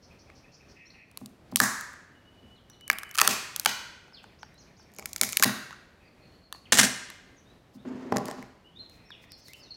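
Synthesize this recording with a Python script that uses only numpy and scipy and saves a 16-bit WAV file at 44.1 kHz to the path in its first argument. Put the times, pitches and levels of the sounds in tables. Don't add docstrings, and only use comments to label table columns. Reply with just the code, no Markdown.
import sys
import numpy as np
from scipy import signal
from scipy.fft import rfft, irfft
from scipy.io import wavfile
from scipy.ndimage import uniform_filter1d, minimum_filter1d

SR = 44100
rng = np.random.default_rng(int(sys.argv[2]) if len(sys.argv) > 2 else 0)


def to_wav(sig):
    pcm = np.clip(np.atleast_2d(sig), -1, 1) * 32767
    pcm = np.round(pcm).astype(np.int16)
    wavfile.write(sys.argv[1], SR, pcm.T)


def amplitude_ratio(level_db):
    exponent = np.asarray(level_db, float) / 20
    return 10 ** exponent


N = 430416


def evened(x):
    return x / np.sqrt(np.mean(x ** 2) + 1e-20)


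def peaked(x):
    return x / np.max(abs(x))


def read(points, hz):
    f, value = np.transpose(points)
    return np.interp(np.log(hz + 1), np.log(f + 1), value)


def add(mix, s, sound):
    part = mix[round(s * SR):][:len(sound)]
    part += sound[:len(part)]


def ring(modes, t):
    return sum(amplitude_ratio(db - 60 * t / max(t60, .002)) * np.sin(2 * np.pi * hz * t) for hz, db, t60 in modes)


def coloured(points, size):
    z = rfft(rng.standard_normal(size))
    return evened(irfft(z * amplitude_ratio(read(points, np.fft.rfftfreq(size, 1 / SR))), size))


def high_pass(x, order, cut_hz):
    return signal.sosfilt(signal.butter(order, cut_hz, "high", fs=SR, output="sos"), x)


def blended(modes, size):
    hz = abs(np.fft.fftfreq(4096, 1 / SR))
    power = 0
    for f, db, t60 in modes:
        decay = np.log(1000) / min(t60, .009)
        power = power + amplitude_ratio(2 * db) / (decay ** 2 + (2 * np.pi * (hz - f)) ** 2)
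    return np.fft.ifft(np.exp(np.conj(signal.hilbert(np.log(power) / 2)))).real[:size]


GRIP_STARTS = [0, 1.58, 2.5, 3.12, 3.26, 3.5, 4.9, 5.42, 7.5]
# pitch_hz, width_hz, level_db
GRIP_RINGS = [
    [(1157, 100, -11.5), (4700, 140, 1.5), (7600, 150, 0), (9500, 200, -6)],
    [(1220, 89, 4.5), (1700, 110, 10), (4590, 140, -8), (6905, 220, 16.5), (8000, 90, 15), (9400, 120, -3),
     (10500, 200, 13.5)],
    [(1680, 86, -3.5), (1220, 210, -6), (4920, 140, -3.5), (6900, 170, -12.5)],
    [(1180, 120, -5.5), (1330, 130, -1), (1850, 90, -10), (2525, 77, -1.5), (3400, 160, -3.5),
     (4720, 200, 5), (6400, 87, 6.5), (8900, 200, 6)],
    [(1320, 110, -1), (1840, 60, -5.5), (2540, 150, 3), (3340, 160, 6), (4400, 85, 6), (5130, 70, 7.5),
     (6420, 60, 14), (7600, 50, 16), (8810, 200, 13)],
    [(860, 60, 0.41), (1500, 72, 4.5), (2270, 90, 2), (3140, 240, 8), (4300, 70, 10), (4860, 160, 10),
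     (5630, 180, 6.1), (6520, 147, 14), (8300, 190, 12)],
    [(1320, 110, -9), (2260, 140, 7), (6890, 160, 21), (7800, 81, 14.5)],
    [(1100, 44, -10), (1770, 95, -8), (2800, 89, -4.5), (4000, 56, 2), (4900, 100, 3.5), (6910, 100, 8)],
    [(1000, 90, -15.5), (1800, 310, -1.5), (4500, 200, 2), (5400, 200, 7), (7900, 300, -1.5),
     (9500, 300, -16), (11650, 300, -9), (13750, 300, -13)],
]


def snap(s, hz, treble_db):
    t = np.arange(1400) / SR
    burst = rng.standard_normal(len(t)) * (amplitude_ratio(-60 * t / .006) + amplitude_ratio(-17 - 60 * t / .022))

    grip = GRIP_RINGS[np.searchsorted(GRIP_STARTS, s, "right") - 1]
    held = [(f, db, min(2.2 / width, (220 / f) ** 2 + .0012, .018)) for f, width, db in grip]
    own_ring = (hz, 1 + 4.5 * np.log2(max(hz, 3500) / 3500), .011)
    modes = sorted(held + [own_ring])

    rise, push_t60 = (8, .0016) if treble_db < -15 else (1, .0004)
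    push = np.minimum(t[1:61] * SR / rise, 1) * amplitude_ratio(-60 * t[:60] / push_t60)
    shove = (3 + burst[:60]) * push

    swing = ring(modes[::2], t) - ring(modes[1::2], t)
    body = peaked(np.convolve(shove, swing)[:len(t)])
    body = high_pass(body, 3, 700)

    top_hz = 14000 if s < 6.4 else 12000
    bright = signal.butter(2, [3200, top_hz], "bandpass", fs=SR, output="sos")
    treble = peaked(signal.sosfilt(bright, burst))
    flat = signal.sosfilt(bright, t == 0)
    flat = flat * np.linalg.norm(treble) / np.linalg.norm(flat)

    damped = np.convolve(push, blended(modes, len(t)))[:len(t)]
    damped = high_pass(damped, 3, 700)
    damped = damped * np.linalg.norm(body) / np.linalg.norm(damped)

    near = body + amplitude_ratio(treble_db + 4.0) * treble
    around = amplitude_ratio(-1.0) * damped + amplitude_ratio(treble_db) * (flat + 0.053 * treble)
    return np.array([near, around]) / np.max(abs(near))


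# start_s, peak_db, pitch_hz of the event's own ring,
# treble_db over the peak, squash_db the limiter took off the direct sound
SEAM_BREAKS = [(1.5591, 1, 6200, 14.5, -5), (1.6017, 1.5, 1000, -1, 5), (2.9002, -1, 2260, -13.5, -8.5),
               (3.1853, -7.5, 1680, -6, 4), (3.19, -6, 3170, -7, -2.5), (3.209, -12.5, 2000, -0.5, -4.5),
               (3.2148, 6, 1330, -5.5, -0.5), (3.2159, -1, 1235, -6.5, -1.5), (3.276, 4, 2494, -5, 1.5),
               (3.6589, -1, 6300, -10, 3), (3.6609, -1.5, 640, -9.5, -4), (5.213, 0, 2355, 1.5, -1),
               (5.2339, -5.5, 2300, -9, -15), (5.3707, -2.5, 1780, 6, -9), (5.3973, -14, 1720, -3.5, -5),
               (5.4252, -1, 1480, -0.5, 2), (5.4278, -7, 1670, -10.5, -1.5), (5.4344, -2.5, 2360, 0, -14),
               (5.4371, 1, 1886, 6, -9), (5.443, 1.5, 1950, 2.5, -2), (8.1689, -13, 7000, -11.5, -13)]
# start_s, peak_db, pitch_hz, treble_db over the peak
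SMALL_CRACKS = [(1.1737, -21.5, 1100, 7), (1.2598, -26, 2980, 18), (2.6995, -40.5, 3695, 1),
                (2.879, -24.5, 2297, 9.5), (2.914, -19, 1700, 0.5), (2.93, -25, 1587, 4),
                (2.9855, -19.5, 3070, 4), (3.033, -25.5, 1232, -4), (3.1506, -26.5, 1480, -4),
                (3.1546, -19.5, 3150, -1.5), (3.1771, -14.5, 1406, -5.5), (3.1997, -10, 1276, -6),
                (1.5702, -14, 4500, 3), (1.5998, -26.5, 4500, 13), (3.5621, -13, 2570, 13),
                (3.5973, -12.5, 2454, 14), (3.649, -20.5, 4700, 6), (4.9859, -25, 2158, -8.5),
                (4.9951, -27, 2450, -8), (5.0575, -16, 2270, -0.5), (5.132, -19.5, 2170, 17),
                (5.162, -15, 2270, -6.5), (5.2385, -14.5, 5066, 4.5), (5.259, -26, 5000, 0.5),
                (5.2905, -20, 1800, 1.5), (5.299, -25, 4946, 6.5), (5.3244, -16.5, 1844, 32.5),
                (5.3306, -15, 2260, -14.5), (6.5259, -20, 1100, -2.5), (7.1018, -28.5, 4030, -1),
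                (9.3193, -34, 3990, 5), (9.483, -34.5, 5400, -4)]
# start_s, peak_db, treble_db over the peak
LID_ROCKS = [(8.1214, -27, -20), (8.1249, -19, -31), (8.162, -25, -4), (8.1829, -26.5, -11),
             (8.256, -26.5, 20), (8.266, -41, 2), (8.2836, -25, -15), (8.301, -36, 5), (8.279, -36, 0),
             (8.3123, -25, -10), (8.426, -42, 4), (8.377, -47, -15)]
# start_s, peak_db, pitch_hz
DULL_TAPS = [(0.3005, -38.5, 2230), (1.938, -34.5, 1210), (4.0807, -46, 1560), (4.124, -47.5, 2390),
             (4.241, -37.5, 1717), (4.4306, -29.5, 1770), (4.797, -47, 1595), (5.025, -32.5, 1260),
             (5.4941, -17.5, 1870), (5.7078, -28, 1800), (5.728, -32.5, 1370), (6.5482, -36, 1093),
             (8.4263, -32.5, 2183), (9.1045, -36.5, 1680), (9.2398, -44, 2110)]
# start_s, peak_db
FAINT_TICKS = [(1.114, -45), (1.537, -48), (1.547, -50.5), (1.81, -26), (1.932, -44.5), (4.233, -51),
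               (4.543, -52), (4.83, -54), (4.918, -50.5), (4.948, -44), (8.897, -47), (2.81, -42),
               (2.9213, -35.5), (2.995, -35), (3.093, -37.5), (3.112, -30.5), (3.1423, -34), (3.148, -27.5),
               (3.168, -29.5), (3.6155, -38.5), (3.338, -24), (4.938, -43.5), (4.964, -38.5),
               (9.534, -34.5)]


def case():
    lid_hz, tick_hz = 690, 2200
    tap_treble_db, tick_treble_db = -24.5, 3.5
    feed_db, feed_loss_per_treble_db = -5.5, 0.03

    small = list(SMALL_CRACKS)
    small += [(s, db, lid_hz, treble_db) for s, db, treble_db in LID_ROCKS]
    small += [(*row, tap_treble_db) for row in DULL_TAPS]
    small += [(*row, tick_hz, tick_treble_db) for row in FAINT_TICKS]
    small = [(*row, feed_db - feed_loss_per_treble_db * max(row[3], 0)) for row in small]

    near, full = np.zeros((2, N))
    for s, db, hz, treble_db, squash_db in list(SEAM_BREAKS) + small:
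        direct, around = amplitude_ratio(db) * snap(s, hz, treble_db)
        add(near, s, direct)
        add(full, s, amplitude_ratio(squash_db) * around)
    return near, full


# start_s, peak_db, rattle_t60_s
BLADE_BOUNCES = [(6.722, 1, 0.024), (6.7245, 0, 0.017), (6.73, -2.5, 0.038), (6.741, -7.5, 0.046),
                 (6.7513, -13, 0.091), (6.7722, -6, 0.042), (6.7789, -8.5, 0.036), (6.7859, 2, 0.031),
                 (6.7912, 2.5, 0.023), (6.7944, -1.5, 0.05), (6.798, 0.5, 0.046), (6.8117, -4.5, 0.048),
                 (6.831, -3, 0.052), (6.84, -10, .04), (6.846, -12, 0.093), (6.868, -17.5, 0.038)]
# pitch_hz, level_db, t60_s
STEEL_RINGS = [(1644, -13.5, 0.034), (1800, 4, 0.93), (2110, -3.5, .02), (2970, -7, 0.82),
               (3560, -12, 0.24), (5100, -24, 0.92), (5220, -8.5, 0.28), (6300, -5, 0.091),
               (7260, -14.5, 0.23), (7990, -24, 1.6), (7400, -3.5, 0.38), (8730, -15.5, 0.044),
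               (10510, -31, 0.46), (13260, -12.5, 0.48)]
# pitch_hz, level_db per Hz
BLADE_HISS = [(180, -51.5), (300, -20), (1320, -6), (1840, -3.5), (2930, 0), (4230, -1), (7800, 1.5),
              (16000, -19)]


def blade():
    cloth_t60_s = .011
    rattle, t = np.zeros(N), np.arange(4000) / SR
    for s, db, t60 in BLADE_BOUNCES:
        add(rattle, s, amplitude_ratio(db - 60 * t / max(t60, .005)))
    steel = ring([(hz, db, min(t60, cloth_t60_s)) for hz, db, t60 in STEEL_RINGS], t)
    steel = steel / np.linalg.norm(steel)
    rung = signal.oaconvolve(rattle * rng.standard_normal(N), steel)[:N]
    return amplitude_ratio(-13.5) * rattle * coloured(BLADE_HISS, N) + amplitude_ratio(-18.0) * rung


# pitch_hz, level_db, t60_s
TABLE_RINGS = [(128.5, -5, 0.15), (209.4, -3.5, 0.19), (249.6, 4.5, 0.084), (353, -5.5, 0.063)]
# pitch_hz, level_db, t60_s
LID_RINGS = [(487, -35, 0.054), (863, -27, 0.051), (1040, -58, .02), (1860, -57.5, .01), (2470, -61, .04)]


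def drag(length, rumble_db, hiss_db, fade_db, knock):
    t = np.arange(12000) / SR
    now = np.arange(0, length, 1 / SR)
    rub = signal.lfilter(*signal.butter(2, 2600, fs=SR), rng.standard_normal(len(now)))
    rings = ring(TABLE_RINGS[2:], t) + amplitude_ratio(-52.5) * knock + ring(LID_RINGS, t)
    rumble = evened(signal.oaconvolve(rub, np.diff(rings, prepend=0))[:len(now)])

    hiss = coloured([(1900, 6.5), (3700, -4), (4500, 3), (5600, -1), (6800, 0.5), (9000, -13.5),
                     (16000, -25)], len(now))
    stick_slip = evened(uniform_filter1d(rng.standard_normal(len(now)), 900))
    hiss = hiss * amplitude_ratio(5.5 * stick_slip)

    press = np.minimum(now / 0.01, 1) * amplitude_ratio(fade_db * (now / length) ** 4.3)
    return press * (amplitude_ratio(rumble_db - 9.5) * rumble + amplitude_ratio(hiss_db + 1.5) * hiss)


# start_s, peak_db, knock_db (the part above 400 Hz) over the peak
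TABLE_THUDS = [(0.296, -49, 2), (1.215, -24.5, -14), (1.525, -20, -12), (1.611, -12.5, -8),
               (2.423, -37.5, -23), (2.902, -32, 1.5), (3.223, -36, 17), (3.284, -20.5, 3), (3.669, -29, 2),
               (4.99, -49.5, 17), (5.221, -24, -1), (5.401, -27.5, 1), (5.455, -9.5, -8.5), (6.73, -16, -4),
               (6.791, -8.5, -14.5), (6.84, -16.5, -2.5), (7.752, -28, -23.5), (7.853, -27.5, -6),
               (7.91, -26, -14), (8.1234, -13.5, 3.5), (8.1624, -16, 1), (8.1844, -25.5, 2),
               (8.212, -22, -8), (8.23, -35, -3), (8.257, -49, 2), (8.288, -32, 9), (8.385, -26, -8.5)]
# pitch_hz, level_db, t60_s
KNOCK_RINGS = [(450, 0, .025), (620, 0, .03), (790, -2, .03), (1000, -3, .025)]
# start_s, length_s, rumble_db, hiss_db, fade_db over the length
LID_DRAGS = [
    (7.845, 0.47, -31.5, -65.5, -5),
    (8.131, 0.37, -34.5, -55, -43),
]


def table():
    out, t = np.zeros(N), np.arange(12000) / SR
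    low, knock = peaked(ring(TABLE_RINGS, t)), peaked(ring(KNOCK_RINGS, t))
    soft_rise = 1 - np.exp(-t / 0.0069)
    for s, db, knock_db in TABLE_THUDS:
        add(out, s, amplitude_ratio(db) * (low * soft_rise + amplitude_ratio(knock_db + 2.5) * knock))
    for s, *settings in LID_DRAGS:
        add(out, s, drag(*settings, knock))
    return high_pass(out, 3, 105)


# start_s, length_s, level_db
SKIN_BRUSHES = [
    (1.511, 0.015, -54),
    (5.094, 0.0045, -60),
    (5.177, 0.0094, -40),
    (5.194, .004, -60),
    (7.722, 0.062, -64),
    (8.857, 0.17, -67.5),
    (9.202, 0.067, -63.5),
    (9.364, 0.059, -63),
    (9.42, 0.13, -58),
    (9.524, 0.11, -61),
]


def brushes():
    shape = np.zeros(N)
    for s, length, db in SKIN_BRUSHES:
        add(shape, s, amplitude_ratio(db) * np.hanning(round(length * SR)))
    return shape * coloured([(2000, -21.5), (5000, -5.0), (9000, -15.0), (16000, -15.0)], N)


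# pitch_hz, t60_s
ROOM_DECAY = [(100, 0.25), (260, 0.63), (700, 0.64), (1800, 0.96), (5000, 0.73), (9000, 0.55), (14000, .4)]
# start_s after the gap, width_s, level_db over the tail
WALL_ECHOES = [(.004, 0.0033, -1), (0.024, 0.0037, -0.5), (0.045, .004, -8)]


def room(x, gap):
    taps = np.zeros(SR)
    at = np.arange(0, SR - 12, 12)
    at = at + rng.integers(0, 12, len(at))
    taps[at] = rng.choice([-1., 1.], len(at))
    hz, t, z = signal.stft(taps, SR, nperseg=256)
    tail = signal.istft(z * amplitude_ratio(-60 * t / read(ROOM_DECAY, hz)[:, None]), SR, nperseg=256)[1]
    late = np.arange(len(tail)) / SR
    tail = tail / np.linalg.norm(tail) * np.minimum(0.56 + late / 0.036, 1)
    tail = tail * (1 + sum(amplitude_ratio(db) * np.exp(-((late - s) / wide) ** 2) for s, wide, db in WALL_ECHOES))
    tail[0] = amplitude_ratio(-18.0)
    return signal.fftconvolve(x, np.r_[np.zeros(round(gap * SR)), tail])[:N]


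def chirp(length, start_hz, end_hz, db, sweeps):
    t = np.arange(0, length, 1 / SR)
    trilled = sweeps > 20
    u = (t * sweeps) % 1 if trilled else t / length
    span = abs(np.log(end_hz / start_hz))
    waver = np.interp(t, np.arange(80) * .005, rng.standard_normal(80))
    hz = end_hz + (start_hz - end_hz) * abs(1 - u) ** 1.1
    hz = hz * (1 + (.004 + .035 * span) * waver)
    if trilled:
        pulse = np.sin(np.pi * u ** (.6 if end_hz < start_hz else 1)) ** 0.8
        swell = pulse * amplitude_ratio(1.1 * waver) * np.sin(np.pi * t / length) ** .4
    else:
        swell = 1 - .6 * u * min(4 * span, 1)
    swell = swell * signal.windows.tukey(len(t), alpha=.3)
    return amplitude_ratio(db + 5.5 + 1.6 * waver) * swell * np.sin(2 * np.pi * np.cumsum(hz) / SR)


# start_s, length_s, start_hz, end_hz, level_db
BIRD_GLIDES = [(0.852, 0.032, 5270, 5980, -61.5), (0.853, 0.0099, 6150, 7000, -71),
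               (0.858, 0.016, 4000, 4400, -69), (0.902, 0.0079, 3800, 5200, -54.5),
               (2.558, 0.018, 4300, 3400, -66), (2.579, 0.031, 3400, 3000, -68.5),
               (2.697, 0.0073, 5930, 5800, -51), (2.73, 0.02, 4316, 3320, -65),
               (4.131, 0.027, 5400, 3780, -52), (4.162, 0.043, 3900, 2250, -52.5),
               (6.03, 0.029, 4690, 4800, -73), (6.07, 0.017, 4900, 4260, -69),
               (6.247, 0.032, 2800, 2840, -73), (6.319, 0.05, 2980, 3000, -76),
               (6.404, 0.18, 2400, 2350, -79), (9.048, 0.039, 5400, 5380, -69.5),
               (9.389, 0.034, 6100, 6220, -62), (9.447, 0.045, 4900, 3380, -58.5),
               (9.53, 0.018, 2525, 2900, -52), (9.735, 0.023, 6600, 4270, -61),
               (6.529, 0.035, 4690, 4210, -56.5), (6.654, 0.018, 3330, 1840, -53),
               (7.365, 0.028, 6680, 5650, -60.5), (7.45, 0.068, 3610, 3990, -68.5),
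               (7.778, 0.038, 3400, 3880, -71), (8.641, 0.058, 2800, 3090, -61.5),
               (8.708, .03, 3150, 3330, -68.5), (8.748, 0.066, 3400, 4240, -56),
               (8.787, 0.055, 4200, 4064, -55), (4.533, .08, 3800, 4310, -69),
               (8.82, 0.048, 4000, 3270, -66), (9.084, 0.026, 6150, 4250, -60.5),
               (9.103, 0.054, 3876, 2350, -51), (9.306, 0.045, 5270, 4060, -53),
               (9.41, 0.02, 4600, 6800, -60.5), (9.36, 0.05, 5500, 5300, -68),
               (9.48, 0.044, 1940, 2300, -56), (9.587, 0.099, 5500, 3450, -58),
               (9.632, 0.0073, 6400, 4800, -52.5), (9.704, 0.022, 4520, 4100, -47)]
# start_s, length_s, level_db
BIRD_WHISTLES = [(2.145, 0.055, -70.5), (2.245, 0.075, -68), (2.365, 0.04, -67.5), (2.425, 0.045, -68),
                 (2.5, .045, -65.5), (2.575, .02, -69), (2.7, 0.09, -71), (2.798, 0.102, -59),
                 (2.945, .03, -61), (3.045, .09, -58), (9.54, 0.015, -55.5)]
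# start_s, length_s, level_db
BIRD_TRILLS = [
    (0.737, 0.14, -55.5),
    (0.915, 0.14, -57),
    (5.988, 0.13, -64.5),
    (6.145, 0.13, -68),
    (8.883, 0.32, -65.5),
    (9.158, 0.16, -63.5),
]
# (start_s in the phrase, length_s, start_hz, end_hz, level_db, sweeps a second)
BIRD_PHRASES = [
    (.015, .166, 5, [(0, .048, 3900, 6800, -60, 105)]),
    (.098, .166, 4, [(0, .016, 2200, 2700, -59, 0), (.012, .025, 2750, 1600, -63, 0), (.045, .03, 2550, 2700, -69, 0)]),
    (4.387, .189, 4, [(0, .01, 4300, 7000, -60, 0), (.01, .045, 7000, 4300, -58, 0)]),
    (4.288, .189, 4, [(0, .02, 2600, 2000, -62, 0), (.03, .02, 2500, 1600, -61, 0)]),
    (6.2, .1, 3, [(0, .1, 4550, 4000, -72, 60)]),
    (9.293, .1, 1, [(0, .05, 5700, 4300, -57, 90)]),
]


def bird():
    rows = [(*row, 0) for row in BIRD_GLIDES]
    for s, length, db in BIRD_WHISTLES:
        hz = 2900 + 70 * (min(s, 3.2) - 2)
        rows.append((s, length, hz, hz + 25, db, 0))
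    rows += [(s, length, 2736, 1700, db, 70) for s, length, db in BIRD_TRILLS]
    for s, period, repeats, notes in BIRD_PHRASES:
        for k in range(repeats):
            rows += [(s + k * period + note[0], *note[1:]) for note in notes]
    out = np.zeros(N)
    for s, *settings in rows:
        add(out, s, chirp(*settings))
    return out


def smear(x):
    t = np.arange(4000) / SR
    echoes = rng.standard_normal(len(t)) * amplitude_ratio(-60 * t / .08)
    echoes[0] = amplitude_ratio(18.0)
    return signal.oaconvolve(x, echoes / np.linalg.norm(echoes))[:N]


def haze(x):
    drift_hz = np.interp(np.arange(N) / SR, np.arange(1000) * .01, 60 * rng.standard_normal(1000))
    turn = np.cumsum(drift_hz) * 2 * np.pi / SR
    return room(x * np.cos(turn), .0096) + room(x * np.sin(turn), .0096)


# pitch_hz, level_db
HUM_COLOUR = [(12, -40), (20, -7), (71, 0.5), (206, -3.5), (492, -10), (616, -10.5), (913, -16),
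              (2440, -22.5), (4280, -27), (7510, -36), (15200, -42), (16500, -53.5)]


def hum():
    hum_db = -59
    lumps = evened(uniform_filter1d(uniform_filter1d(rng.standard_normal(N), 3000), 3000))
    return amplitude_ratio(hum_db + 1.0 + 1.4 * lumps) * coloured(HUM_COLOUR, N)


def scene():
    near, full = case()
    steel, wood, song = blade(), table(), smear(bird())
    wet = amplitude_ratio(-8.5) * room(full + amplitude_ratio(-5.0) * steel + amplitude_ratio(2.5) * wood, .0118)
    far = amplitude_ratio(0.5) * song + amplitude_ratio(-5.5) * haze(song)
    return (near + steel + wood + brushes() + wet + far + hum())[None]


def band_limit(x):
    return signal.sosfilt(signal.butter(12, 16920, fs=SR, output="sos"), x)


def record(dry):
    duck_from_db, duck_share = -3, 1
    lag, hold = 210, 170
    over_db = np.maximum(20 * np.log10(abs(dry[0]) + 1e-9) - duck_from_db, 0)
    kept_db = -minimum_filter1d(-over_db, size=2 * hold + 1, origin=hold)
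    kept_db = signal.lfilter([1 / lag], [1, 1 / lag - 1], kept_db)
    held = np.tanh(dry * amplitude_ratio(-duck_share * kept_db) / .95) * .95
    held = high_pass(held, 1, 45)
    edge = signal.firwin(255, 16400, window=("kaiser", 8), fs=SR)
    mix = signal.oaconvolve(held, edge[None], "same")
    return band_limit(mix)


dry = scene()
out = record(dry)
to_wav(out)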